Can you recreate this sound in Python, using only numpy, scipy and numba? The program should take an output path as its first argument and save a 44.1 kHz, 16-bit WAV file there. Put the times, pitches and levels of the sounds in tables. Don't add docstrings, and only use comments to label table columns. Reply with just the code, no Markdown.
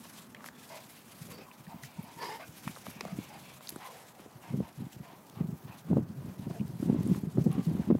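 import sys
import numpy as np
from scipy import signal
from scipy.io import wavfile
from scipy.ndimage import uniform_filter1d
from numba import njit

SR = 44100
rng = np.random.default_rng(int(sys.argv[2]) if len(sys.argv) > 2 else 0)


def wav_record(signal):
    frames = np.transpose(np.atleast_2d(signal))
    bounded = np.clip(frames, -1, 1)
    quanta = np.round(bounded * 32767).astype(np.int16)
    wavfile.write(sys.argv[1], SR, quanta)


def makeup_ratio(level_db):
    decades = np.asarray(level_db, float) / 20
    return 10 ** decades


N = 352755
CONTROL = 64


def rms_one(x):
    return x / np.sqrt(np.mean(x ** 2) + 1e-20)


def in_time(rows):
    s, *columns = np.transpose(rows)
    return [np.interp(np.arange(N) / SR, s, c) for c in columns]


def drift(rate_hz):
    r = np.exp(-40 * np.pi * rate_hz / SR)
    white = rng.standard_normal(N // 20 + 4002)
    slow = signal.lfilter([1], [1, -2 * r, r * r], white)[4000:]
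    return np.interp(np.arange(N) / 20, np.arange(len(slow)), rms_one(slow))


def band(x, low_hz, high_hz, order=2):
    edges_hz = [low_hz, min(high_hz, .45 * SR)]
    return signal.sosfilt(signal.butter(order, edges_hz, "band", fs=SR, output="sos"), x)


def high_pass(x, order, cut_hz):
    return signal.sosfilt(signal.butter(order, cut_hz, "high", fs=SR, output="sos"), x)


def coloured(source, spectrum, patchy_db, patches_per_s):
    hz, level_db = np.transpose(spectrum)
    edges_hz = 40 * 2 ** np.arange(0, 9, 1 / 3)
    out = 0
    for k, (low_hz, high_hz) in enumerate(zip(edges_hz, edges_hz[1:])):
        centre_db = np.interp(np.log(low_hz * high_hz) / 2, np.log(hz), level_db)
        gain = makeup_ratio(centre_db + patchy_db * drift(patches_per_s))
        out = out + gain * band(source[k % 2], low_hz, high_hz)
    return out


@njit
def resonance(x, hz, width_hz, sr):
    r = np.exp(-np.pi * width_hz / sr)
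    out = np.zeros(len(x))
    for i in range(2, len(x)):
        drive = (1 - r * r) / 2 * (x[i] - x[i - 2])
        turn = 2 * r * np.cos(2 * np.pi * hz[i] / sr)
        out[i] = drive + turn * out[i - 1] - r * r * out[i - 2]
    return out


def evened(x, size=900):
    return np.std(x) * rms_one(x / np.sqrt(uniform_filter1d(x ** 2, size=size) + 1e-20))


def add(track, s, sound):
    at = max(round(s * SR), 0)
    track[at:at + len(sound)] += sound[:N - at]


def swells(s, peak_db, rise_s, fall_s, hold_s=0):
    late_s = np.arange(0, N + CONTROL, CONTROL) / SR - np.asarray(s)[:, None]
    past_hold_s = late_s - np.maximum(hold_s, 0)[..., None]
    rising = np.maximum(-late_s, 0) / np.maximum(rise_s, .004)[..., None]
    falling = np.maximum(past_hold_s, 0) / np.maximum(fall_s, .004)[..., None]
    return np.asarray(peak_db)[:, None] - 10 * (rising + falling)


def summed_db(levels_db, rest_db):
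    steps = np.arange(levels_db.shape[1])
    power = np.interp(np.arange(N) / CONTROL, steps, np.sum(makeup_ratio(2 * levels_db), axis=0))
    return 10 * np.log10(power + makeup_ratio(2 * rest_db))


# full_s, effort_db, hold_s, throat_hz, mouth_hz
GRUNTS = [(0.047, -56, 0.007, 580, 1060), (0.126, -64, 0.12, 610, 1090), (0.357, -61, 0.1, 590, 1134),
          (1.386, -52, 0.0091, 473, 324), (1.412, -54.5, 0.012, 486, 700), (3.806, -52.5, 0.064, 1050, 786),
          (3.854, -57, 0.15, 740, 500), (4.19, -62.5, 0.068, 735, 425), (4.432, -56.5, 0.074, 933, 720),
          (4.627, -58, 0.063, 970, 705), (4.785, -62.5, 0.074, 784, 940), (5.037, -57.5, 0.095, 700, 990),
          (5.359, -57.5, 0.048, 776, 1175), (5.679, -57, 0.067, 1037, 840), (5.874, -61, 0.029, 1050, 820),
          (6.207, -63, 0.11, 1025, 564), (6.429, -59.5, 0.025, 566, 935), (6.89, -57, 0.12, 875, 1020),
          (7.075, -59, 0.084, 840, 1020), (7.509, -54, 0.097, 770, 1100), (7.686, -60, 0.099, 745, 1000),
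          (7.79, -57.5, 0.11, 740, 964)]
# full_s, effort_db, hold_s, throat_hz, mouth_hz
SNORTS = [
    (2.186, -44.5, 0.017, 930, 348),
    (2.222, -36, 0.02, 935, 400),
    (2.26, -42.5, 0.031, 973, 356),
    (2.29, -41.5, 0.06, 872, 450),
]
# full_s, effort_db, hold_s, throat_hz, mouth_hz
HUFFS = [
    (0.71, -48, 0.067, 630, 970),
    (1.29, -54, 0.0065, 517, 756),
    (1.312, -53, 0.036, 490, 1040),
    (1.69, -58, 0.11, 960, 657),
    (2.051, -53.5, 0.062, 930, 740),
    (2.398, -48, 0.031, 632, 1110),
    (3.04, -51.5, 0.083, 660, 1226),
    (3.303, -51, 0.065, 840, 620),
    (6.502, -58.5, 0.075, 704, 410),
]
# full_s, effort_db, hold_s, throat_hz, mouth_hz
PANTS = [
    (1.86, -69.5, 0.22, 1050, 910),
    (2.64, -65.5, 0.059, 720, 1140),
    (2.76, -73, 0.0062, 710, 1080),
    (2.861, -63.5, 0.15, 576, 1000),
    (3.189, -64, 0.081, 1000, 507),
    (3.439, -64.5, 0.075, 1025, 690),
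]
# mouth_db, jaw_hz, jaw_db, teeth_hz, teeth_db
VOICES = [
    (0.5, 1485, -27.5, 2300, -34),
    (-6.5, 1780, -14, 5060, -24),
    (-5.5, 2120, -13.5, 4800, -22.5),
    (0, 2300, 2.5, 3600, -9.5),
]
RUSH_DB = [
    -14,
    -26,
    -19.5,
    -9.5,
]


def breaths():
    rows = []
    for table, voice, rush_db in zip([GRUNTS, SNORTS, HUFFS, PANTS], VOICES, RUSH_DB):
        rows += [row + voice + (rush_db,) for row in table]
    s, peak_db, hold_s, *shape = np.transpose(rows)
    rise_s, fall_s = 0.0096, 0.016 + 0.29 * hold_s
    levels_db = swells(s, peak_db, rise_s, fall_s, hold_s)
    loudest = np.repeat(levels_db.argmax(axis=0), CONTROL)[:N]
    return summed_db(levels_db, rest_db=-79), [c[loudest] for c in shape]


def panting():
    effort_db, shape = breaths()
    throat_hz, mouth_hz, mouth_db, jaw_hz, jaw_db, teeth_hz, teeth_db, rush_db = shape
    air = rng.standard_normal((2, N)) * makeup_ratio(1.5 * drift(60))
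    wander = 1 + .012 * drift(8)

    def steep(x, hz, width_hz):
        once = resonance(x, hz * wander, width_hz, SR)
        return resonance(once, hz * wander, 3 * width_hz, SR)

    throat = evened(steep(air[0], throat_hz, 80.))
    mouth = makeup_ratio(mouth_db) * evened(steep(air[1], mouth_hz, 90.))
    upper_jaw = makeup_ratio(-4) * steep(air[0], 1.17 * jaw_hz, 220.)
    jaw = makeup_ratio(jaw_db - 1) * (steep(air[1], jaw_hz, 140.) + upper_jaw)
    teeth = makeup_ratio(teeth_db) * steep(air[0], teeth_hz, 500.)
    upper_nose = makeup_ratio(-3) * steep(air[1], 4.2 * throat_hz, 200.)
    nose = makeup_ratio(jaw_db - 8) * (steep(air[1], 3.3 * throat_hz, 200.) + upper_nose)
    rush = makeup_ratio(rush_db) * band(air[0, ::-1], 450, 2800)
    return makeup_ratio(effort_db) * (throat + mouth + jaw + teeth + nose + rush) / np.std(throat + mouth)


# full_s, level_db, hold_s, start_hz, end_hz
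WHISTLES = [(0.534, -66, .06, 1770, 1820), (0.542, -68, 0.058, 3380, 3520), (0.706, -50, .03, 924, 980),
            (1.34, -56.5, 0.017, 4650, 4630), (1.372, -61, .02, 4680, 4620), (1.38, -67, .05, 5400, 4960),
            (5.705, -65, 0.05, 2600, 2520), (1.39, -64, 0.063, 2520, 2560), (1.465, -61, 0.055, 1120, 1000),
            (1.694, -55.5, 0.038, 846, 920), (1.725, -56, 0.022, 720, 687), (1.986, -58, 0.034, 910, 870),
            (2.184, -47.5, .01, 920, 940), (2.262, -53, 0.066, 1150, 1080),
            (3.806, -59.5, 0.08, 2000, 2030), (2.209, -53, 0.052, 1730, 1800),
            (2.215, -55.5, 0.045, 4650, 4700), (2.265, -53, 0.041, 4900, 5000),
            (2.307, -59, .04, 4640, 4680), (2.235, -59, .05, 3000, 3180), (2.248, -58, .03, 4000, 3930),
            (2.256, -54, 0.023, 2140, 2200), (2.307, -51, 0.046, 2130, 2040),
            (2.329, -61, 0.036, 3060, 3050), (2.427, -58.5, 0.033, 2480, 2460),
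            (2.434, -55, .015, 1540, 1500), (3.843, -53, 0.063, 1010, 1000), (3.95, -58, 0.018, 720, 720),
            (4.435, -59, 0.056, 950, 960), (4.43, -66, 0.053, 2800, 2520), (4.449, -65, 0.087, 2080, 2150),
            (4.45, -59, 0.025, 1610, 1660), (4.63, -56, 0.042, 920, 990), (4.665, -59, .03, 720, 700),
            (5.068, -68, 0.06, 2300, 2250), (6.503, -49.5, 0.067, 690, 666), (6.531, -52, 0.047, 360, 424),
            (6.51, -64, .06, 1570, 1700), (6.527, -65, 0.013, 1980, 1980), (7.527, -53, 0.028, 744, 776)]


def whistles():
    lead_s, edge_s = .05, 0.012
    out, t = np.zeros(N), np.arange(round(.2 * SR)) / SR - lead_s
    flutter_db = 4 * drift(35)
    airs = rng.standard_normal((len(WHISTLES), len(t)))
    for (s, level_db, hold_s, start_hz, end_hz), air in zip(WHISTLES, airs):
        hz = np.interp(t, [0, max(hold_s, .002)], [start_hz, end_hz])
        width_hz = 20 + 0.061 * start_hz
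        once = resonance(air, hz, width_hz, SR)
        tone = evened(resonance(once, hz, 2 * width_hz, SR), size=1600)
        tone = tone * makeup_ratio(flutter_db[round(s * SR):][:len(t)])
        outside_s = np.maximum(-t, 0) + np.maximum(t - hold_s, 0)
        add(out, s - lead_s, makeup_ratio(level_db - 10 * outside_s / edge_s) * rms_one(tone))
    return out


# crest_s, level_db, fall_s (per 10 dB)
SCUFFS = [(0.03, -56.5, .12), (0.17, -58, 0.1), (0.47, -56, 0.02), (0.635, -58, 0.04), (0.77, -55.5, 0.09),
          (0.96, -58, 0.12), (1.122, -55, 0.03), (1.22, -57, 0.05), (1.31, -55, 0.05), (1.848, -55, -0.09),
          (2.039, -59.5, -0.56), (2.28, -54, 0.12), (2.67, -54, 0.19), (2.9, -56, 0.11), (3.24, -57, 0),
          (3.47, -60, 0.5), (3.66, -58.5, 0), (3.721, -57, -0.02), (3.87, -57, -0.08), (3.97, -57, 0.045),
          (4.5, -62.5, -0.93), (4.61, -63.5, -0.5), (4.92, -58, 0), (5.28, -68, -1), (5.78, -60.5, 0),
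          (6.45, -65.5, 0.2), (6.6, -66, 0.07), (6.85, -58, 0.05), (7.05, -62, 0.55), (7.145, -54, 0.045),
          (7.45, -59, 0.02), (7.652, -56, 0.03)]
# time_s, level_db
SHUFFLE = [(0, -68), (4.0, -64), (7.2, -69.5), (7.5, -64), (7.83, -62), (7.94, -69.5), (8, -61.5)]


def scuffs_db():
    s, peak_db, fall_s = np.transpose(SCUFFS)
    fall_s = np.maximum(fall_s, .025)
    return summed_db(swells(s, peak_db, 1.45 * fall_s, fall_s, hold_s=0.0098), *in_time(SHUFFLE))


# pitch_hz, level_db (per Hz)
SCUFF_SPECTRUM = [(300, -15), (800, -1), (2400, 3.5), (4000, 1.5), (7600, 0.5), (9500, -1), (12000, 1),
                  (16000, -12)]


def snow():
    level_db = scuffs_db()
    chance, clumps = rng.random((2, N)), drift(30)
    born = chance < 6000 * makeup_ratio(3.0 * clumps) / SR
    sizes = makeup_ratio(1.2 * rng.exponential(1, (2, N)))
    grains = born * sizes * rng.choice([-1, 1], (2, N)) + 1e-18
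    scuff = coloured(grains, SCUFF_SPECTRUM, patchy_db=1.6, patches_per_s=14)
    scuff = scuff / np.std(band(scuff, 4750, 10630))
    spray = rms_one(band(grains[0, ::-1], 13600, 19000)) * makeup_ratio(4.0 * drift(9))
    return makeup_ratio(level_db - 2.5 + 0.8 * clumps) * (scuff + makeup_ratio(-12.0) * spray)


def strikes(hits, contact, ring_t60, crack_t60, spread, crack_top_hz=7000):
    out, t = np.zeros(N), np.arange(round(.05 * SR)) / SR
    noises = rng.standard_normal((len(hits), 2, len(t)))
    for (s, peak_db, hz, crack_db), noise in zip(hits, noises):
        noise[:, 0] += contact * np.sign(noise[:, 0])
        ring = band(noise[0] * makeup_ratio(-60 * t / ring_t60), hz / spread, hz * spread)
        crack = band(noise[1] * makeup_ratio(-60 * t / crack_t60), 1500, crack_top_hz, order=1)
        ring = ring / np.abs(ring).max()
        crack = makeup_ratio(crack_db) * crack / np.abs(crack).max()
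        add(out, s, makeup_ratio(peak_db) * (ring + crack))
    return out


# start_s, peak_db, ring_hz, crack_db (over peak)
CLICKS = [(0.054, -39.5, 600, -6), (0.347, -38, 1880, -2), (0.348, -40, 2820, -20), (0.407, -41, 939, -19),
          (0.443, -31, 890, -8), (0.4615, -33, 1200, -1), (0.366, -48, 2300, -20), (0.4871, -32, 885, -4),
          (0.898, -48, 1210, 1), (1.514, -42, 2470, -17), (1.667, -47, 2010, -7), (1.835, -38, 1710, 3),
          (2.677, -27, 830, -4), (2.678, -34.5, 2200, -7), (2.763, -36, 1050, -18),
          (2.771, -36.5, 615, -20), (2.864, -45, 700, -14), (2.867, -30, 960, -11.5), (3.008, -31, 2280, 1),
          (3.009, -30, 800, 2), (3.052, -31.5, 670, -2), (3.081, -39, 630, -7), (3.519, -45, 740, -11),
          (3.608, -39, 780, -13), (3.76, -36, 1020, -10), (4.195, -40.5, 785, -19), (5.932, -41, 860, -25),
          (6.51, -40, 700, -20), (6.828, -43, 790, -23), (7.148, -36.5, 860, -38), (7.374, -37, 550, -31),
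          (7.748, -47, 600, -23), (7.768, -41, 850, -29), (7.834, -40, 1050, -25), (7.908, -32, 596, -30),
          (7.951, -41, 550, -30), (7.984, -43, 950, -20)]
# start_s, peak_db, ring_hz, crack_db (over peak)
TICKS = [(2.027, -42, 12000, -14), (2.7534, -42, 4070, -18), (3.672, -35.5, 4230, -8),
         (3.6834, -39, 5760, -4), (3.691, -32, 4400, 4), (3.694, -28, 11400, -3), (3.7035, -35, 11900, 3),
         (3.7605, -37.5, 9100, -6), (5.298, -52, 3350, 11.5), (6.595, -46, 2650, -19),
         (6.607, -46, 2680, -20), (6.6796, -47, 13000, 3), (7.0313, -43.5, 12000, -1),
         (7.074, -39, 9200, -24), (7.441, -43, 14300, -8), (7.5157, -53, 3560, 13),
         (7.5283, -39, 10200, -21.5), (2.033, -46, 13000, -20), (2.042, -48, 12000, -20),
         (2.05, -53, 13500, -20), (3.692, -37.5, 8100, -10), (3.862, -45, 11500, -10),
         (3.009, -36, 4600, -15)]


def clicks():
    snap_below_hz = 1400
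    low = [row for row in CLICKS if row[2] < snap_below_hz]
    high = [row for row in CLICKS if row[2] >= snap_below_hz]
    snaps = strikes(low, contact=5., ring_t60=.01, crack_t60=.013, spread=1.7)
    rings = strikes(high, contact=4., ring_t60=.022, crack_t60=.014, spread=1.16)
    ticks = strikes(TICKS, contact=2.5, ring_t60=0.014, crack_t60=0.008, spread=1.15, crack_top_hz=16000)
    return snaps + rings + ticks


# crest_s, peak_db, swing_hz, length_cycles
THUDS = [(1.218, -37, 140, 2.1), (1.6, -42.5, 141, 1.5), (1.68, -40.5, 183, 2.3), (1.745, -34.5, 190, 0.95),
         (1.843, -42.5, 145, 4.8), (1.994, -29.5, 180, 2.2), (2.163, -43, 147, 1.3),
         (2.49, -39.5, 110, 0.83), (2.673, -27.5, 188, 1.44), (2.883, -32, 179, 1.15),
         (3.011, -38, 410, 3.1), (3.054, -31.5, 520, 0.57), (3.131, -29.5, 190, 2.7),
         (3.189, -23, 235, 1.07), (3.725, -39, 340, 1.4), (3.763, -32.5, 290, 1.03),
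         (4.2, -41.5, 287, 0.88), (1.76, -40, 190, 1.7), (2.04, -40.5, 169, 1.2), (2.655, -38.5, 169, 0.92),
         (2.697, -36, 173, 1), (2.965, -44.5, 190, 1.8), (3.037, -38, 190, 1.7), (4.262, -41.5, 410, 1.3)]
# crest_s, peak_db, length_cycles
PUFFS = [(4.507, -30, 1.5), (4.541, -18.5, 1.26), (4.59, -23, 1.9), (4.606, -19, 1.34), (4.807, -26, 0.85),
         (4.844, -35.5, 2.8), (4.965, -37.5, 0.94), (5.006, -34, 1.1), (5.372, -32.5, 1.6),
         (5.41, -18.5, 0.87), (5.445, -25, 1.6), (5.49, -26, 1.4), (5.53, -28, 1.4), (5.652, -34, 1.5),
         (5.696, -35, 1.1), (5.913, -15, 1.2), (5.931, -12, 0.67), (5.968, -14, 0.78), (5.982, -13, 1.2),
         (6.101, -30.5, 0.94), (6.184, -31.5, 5.9), (6.25, -31.5, 1), (6.283, -29.5, 1.1),
         (6.395, -27.5, 1), (6.47, -23.5, 0.73), (6.51, -26.5, 1.5), (6.613, -22, 1.5), (6.652, -28.5, 1.4),
         (6.696, -33.5, 2.2), (6.801, -27.5, 0.92)]
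# crest_s, peak_db, swing_hz, length_cycles
BUFFETS = [(6.829, -21, 280, 1.8), (6.86, -21.5, 190, 0.66), (6.878, -19, 179, 2.2), (6.899, -12, 205, 1.6),
           (6.947, -18, 276, 1.4), (6.99, -20.5, 176, 1.4), (7.008, -22.5, 209, 1.2),
           (7.053, -20.5, 175, 1.1), (7.066, -20, 233, 0.78), (7.116, -16, 190, 3.1),
           (7.16, -22, 172, 0.57), (7.236, -21.5, 177, 0.87), (7.276, -27, 175, 2.7),
           (7.359, -28.5, 167, 1.4), (7.384, -14.5, 150, 1.5), (7.414, -22, 164, 3.1),
           (7.465, -13.5, 204, 1.64), (7.504, -18.5, 166, 1.9), (7.553, -23.5, 164, 0.91),
           (7.594, -18, 198, 1.4), (7.673, -20.5, 177, 1.8), (7.688, -23.5, 179, 6),
           (7.715, -21.5, 256, 1.3), (7.751, -20, 187, 0.98), (7.784, -33, 145, 1.8),
           (7.797, -19.5, 195, 1.7), (7.903, -10.5, 230, 1), (7.925, -15, 190, 1.7),
           (7.952, -18.5, 255, 2.4)]
# crest_s, peak_db, swing_hz, length_cycles
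EDDIES = [(4.36, -41.5, 138, 2.1), (4.576, -27, 230, 1.3), (4.786, -37, 150, 3.8), (4.822, -31, 210, 3.3),
          (4.868, -32.5, 190, 0.91), (5.859, -41, 165, 3.3), (5.903, -20.5, 190, 0.87),
          (5.924, -21.5, 180, 1.7), (5.96, -19.5, 210, 0.74), (5.971, -17, 414, 0.89),
          (5.992, -18, 190, 0.74), (6.01, -31, 220, 1.5), (6.029, -31, 148, 1.7), (6.045, -37, 159, 1.8),
          (6.602, -22, 151, 0.76), (6.632, -30, 170, 0.72), (6.737, -32, 160, 1.5),
          (6.757, -32.5, 160, 1.8), (6.913, -24, 200, 0.77), (6.929, -18, 230, 1.6),
          (6.963, -22.5, 270, 2.4), (7.086, -24.5, 260, 2.8), (7.099, -18.5, 205, 1.3),
          (7.18, -27.5, 200, 1.4), (7.374, -23, 330, 1), (7.434, -33, 164, 1), (7.473, -24, 394, 1.46),
          (7.582, -21, 254, 2.4), (7.613, -32, 190, 2), (7.738, -26, 169, 0.72), (7.845, -39, 238, 3.3),
          (7.875, -27, 140, 1.4), (7.889, -27, 219, 1.2), (7.912, -12, 257, 0.98), (7.966, -32, 170, 1.4),
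          (5.95, -26, 165, 3), (4.541, -27, 320, 0.9), (4.605, -24, 360, 0.9), (7.384, -17, 316, 2.3),
          (7.952, -25.5, 420, 0.83), (5.135, -42, 302, 1.2)]


def swings():
    puffs = [(s, db, 190 + 3.5 * (db + 21), cycles) for s, db, cycles in PUFFS]
    return THUDS + puffs + BUFFETS + EDDIES


def thumps_and_buffets():
    out, rows = np.zeros(N), swings()
    phases = rng.uniform(0, 2 * np.pi, len(rows))
    for (s, peak_db, hz, length), phase in zip(rows, phases):
        cycles = np.arange(-5, 9, hz / SR)
        swell = np.exp(-(cycles / length / np.where(cycles < 0, .45, .65)) ** 2)
        angle = 2 * np.pi * (cycles - 0.034 * cycles * np.abs(cycles)) + phase
        sharpness = 0.14 * makeup_ratio(1.1 * (peak_db + 21.0))
        kink = sharpness * np.cos(1.963 * angle) * swell ** 3
        add(out, s - 5 / hz, makeup_ratio(peak_db) * swell * (np.cos(angle) + kink))
    return out


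# time_s, level_db
LULL = [(0.0, -55), (0.94, -65), (1.2, -59), (1.3, -45), (1.45, -54), (1.55, -72), (2.26, -50.5),
        (2.45, -60), (3.47, -49.5), (3.86, -80), (4.16, -63), (4.28, -73), (4.37, -50), (4.46, -62.5),
        (5.85, -52.5), (6.1, -44.5), (6.75, -45), (8.0, -46)]


def wake_db():
    thuds = [(s, db - 2.5) for s, db, *_ in THUDS]
    s, peak_db = np.transpose(thuds + [row[:2] for row in PUFFS + BUFFETS])
    stirred_db = -32.5 + 0.89 * (peak_db + 21.0)
    return summed_db(swells(s, stirred_db, rise_s=0.022, fall_s=0.021, hold_s=0.011), *in_time(LULL))


def breeze():
    level_db = wake_db()
    white = rng.standard_normal((2, N)) * makeup_ratio(5.0 * np.tanh(drift(45)))
    eddies = rms_one(band(white[0], 108.7, 216.7))
    eddies = eddies + makeup_ratio(-10.5) * rms_one(band(white[1], 254, 398))
    eddies = eddies + makeup_ratio(-28) * rms_one(band(white[0], 446, 550))
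    eddies = eddies + makeup_ratio(-10.0) * rms_one(band(white[1], 36, 97))
    height = np.sqrt(uniform_filter1d(eddies ** 2, size=400))
    return makeup_ratio(level_db - 4.0) * rms_one(eddies / (1 + 0.25 * height))


# time_s, level_db
DRONE = [
    (0, -58.5),
    (1.0, -65),
    (1.8, -62.5),
    (2.5, -76),
    (8, -87),
]


def drone():
    level_db, = in_time(DRONE)
    hz, width_hz = np.full(N, 230.0), 49
    once = resonance(rng.standard_normal(N), hz, width_hz, SR)
    return makeup_ratio(level_db) * rms_one(resonance(once, hz, width_hz, SR))


# pitch_hz, level_db (per Hz)
FLOOR = [(35, -24), (70, -10), (123, 0), (215, 2), (403, -5.5), (999, -5), (2100, -17.5), (7540, -56),
         (11700, -28), (15500, -21)]


def floor():
    white = rng.standard_normal((2, N))
    return makeup_ratio(-57.5) * rms_one(coloured(white, FLOOR, patchy_db=-2.0, patches_per_s=0.87))


def scene():
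    dogs = panting() + whistles() + snow() + clicks()
    lag = round(0.012 * SR)
    echo = makeup_ratio(-22.5) * band(np.pad(dogs, (lag, 0))[:N], 200, 6000, order=1)
    port = high_pass(thumps_and_buffets() + breeze(), 2, 77)
    return (dogs + echo + port + drone() + floor())[None]


def band_limit(x):
    return signal.sosfilt(signal.butter(12, 15830, fs=SR, output="sos"), x)


def record(dry):
    x = .3 * np.tanh(dry / .3)
    x = high_pass(x, 3, 62)
    x = signal.sosfilt(signal.ellip(10, .3, 70, 15830, fs=SR, output="sos"), x)
    return band_limit(x)


dry = scene()
out = record(dry)
wav_record(out)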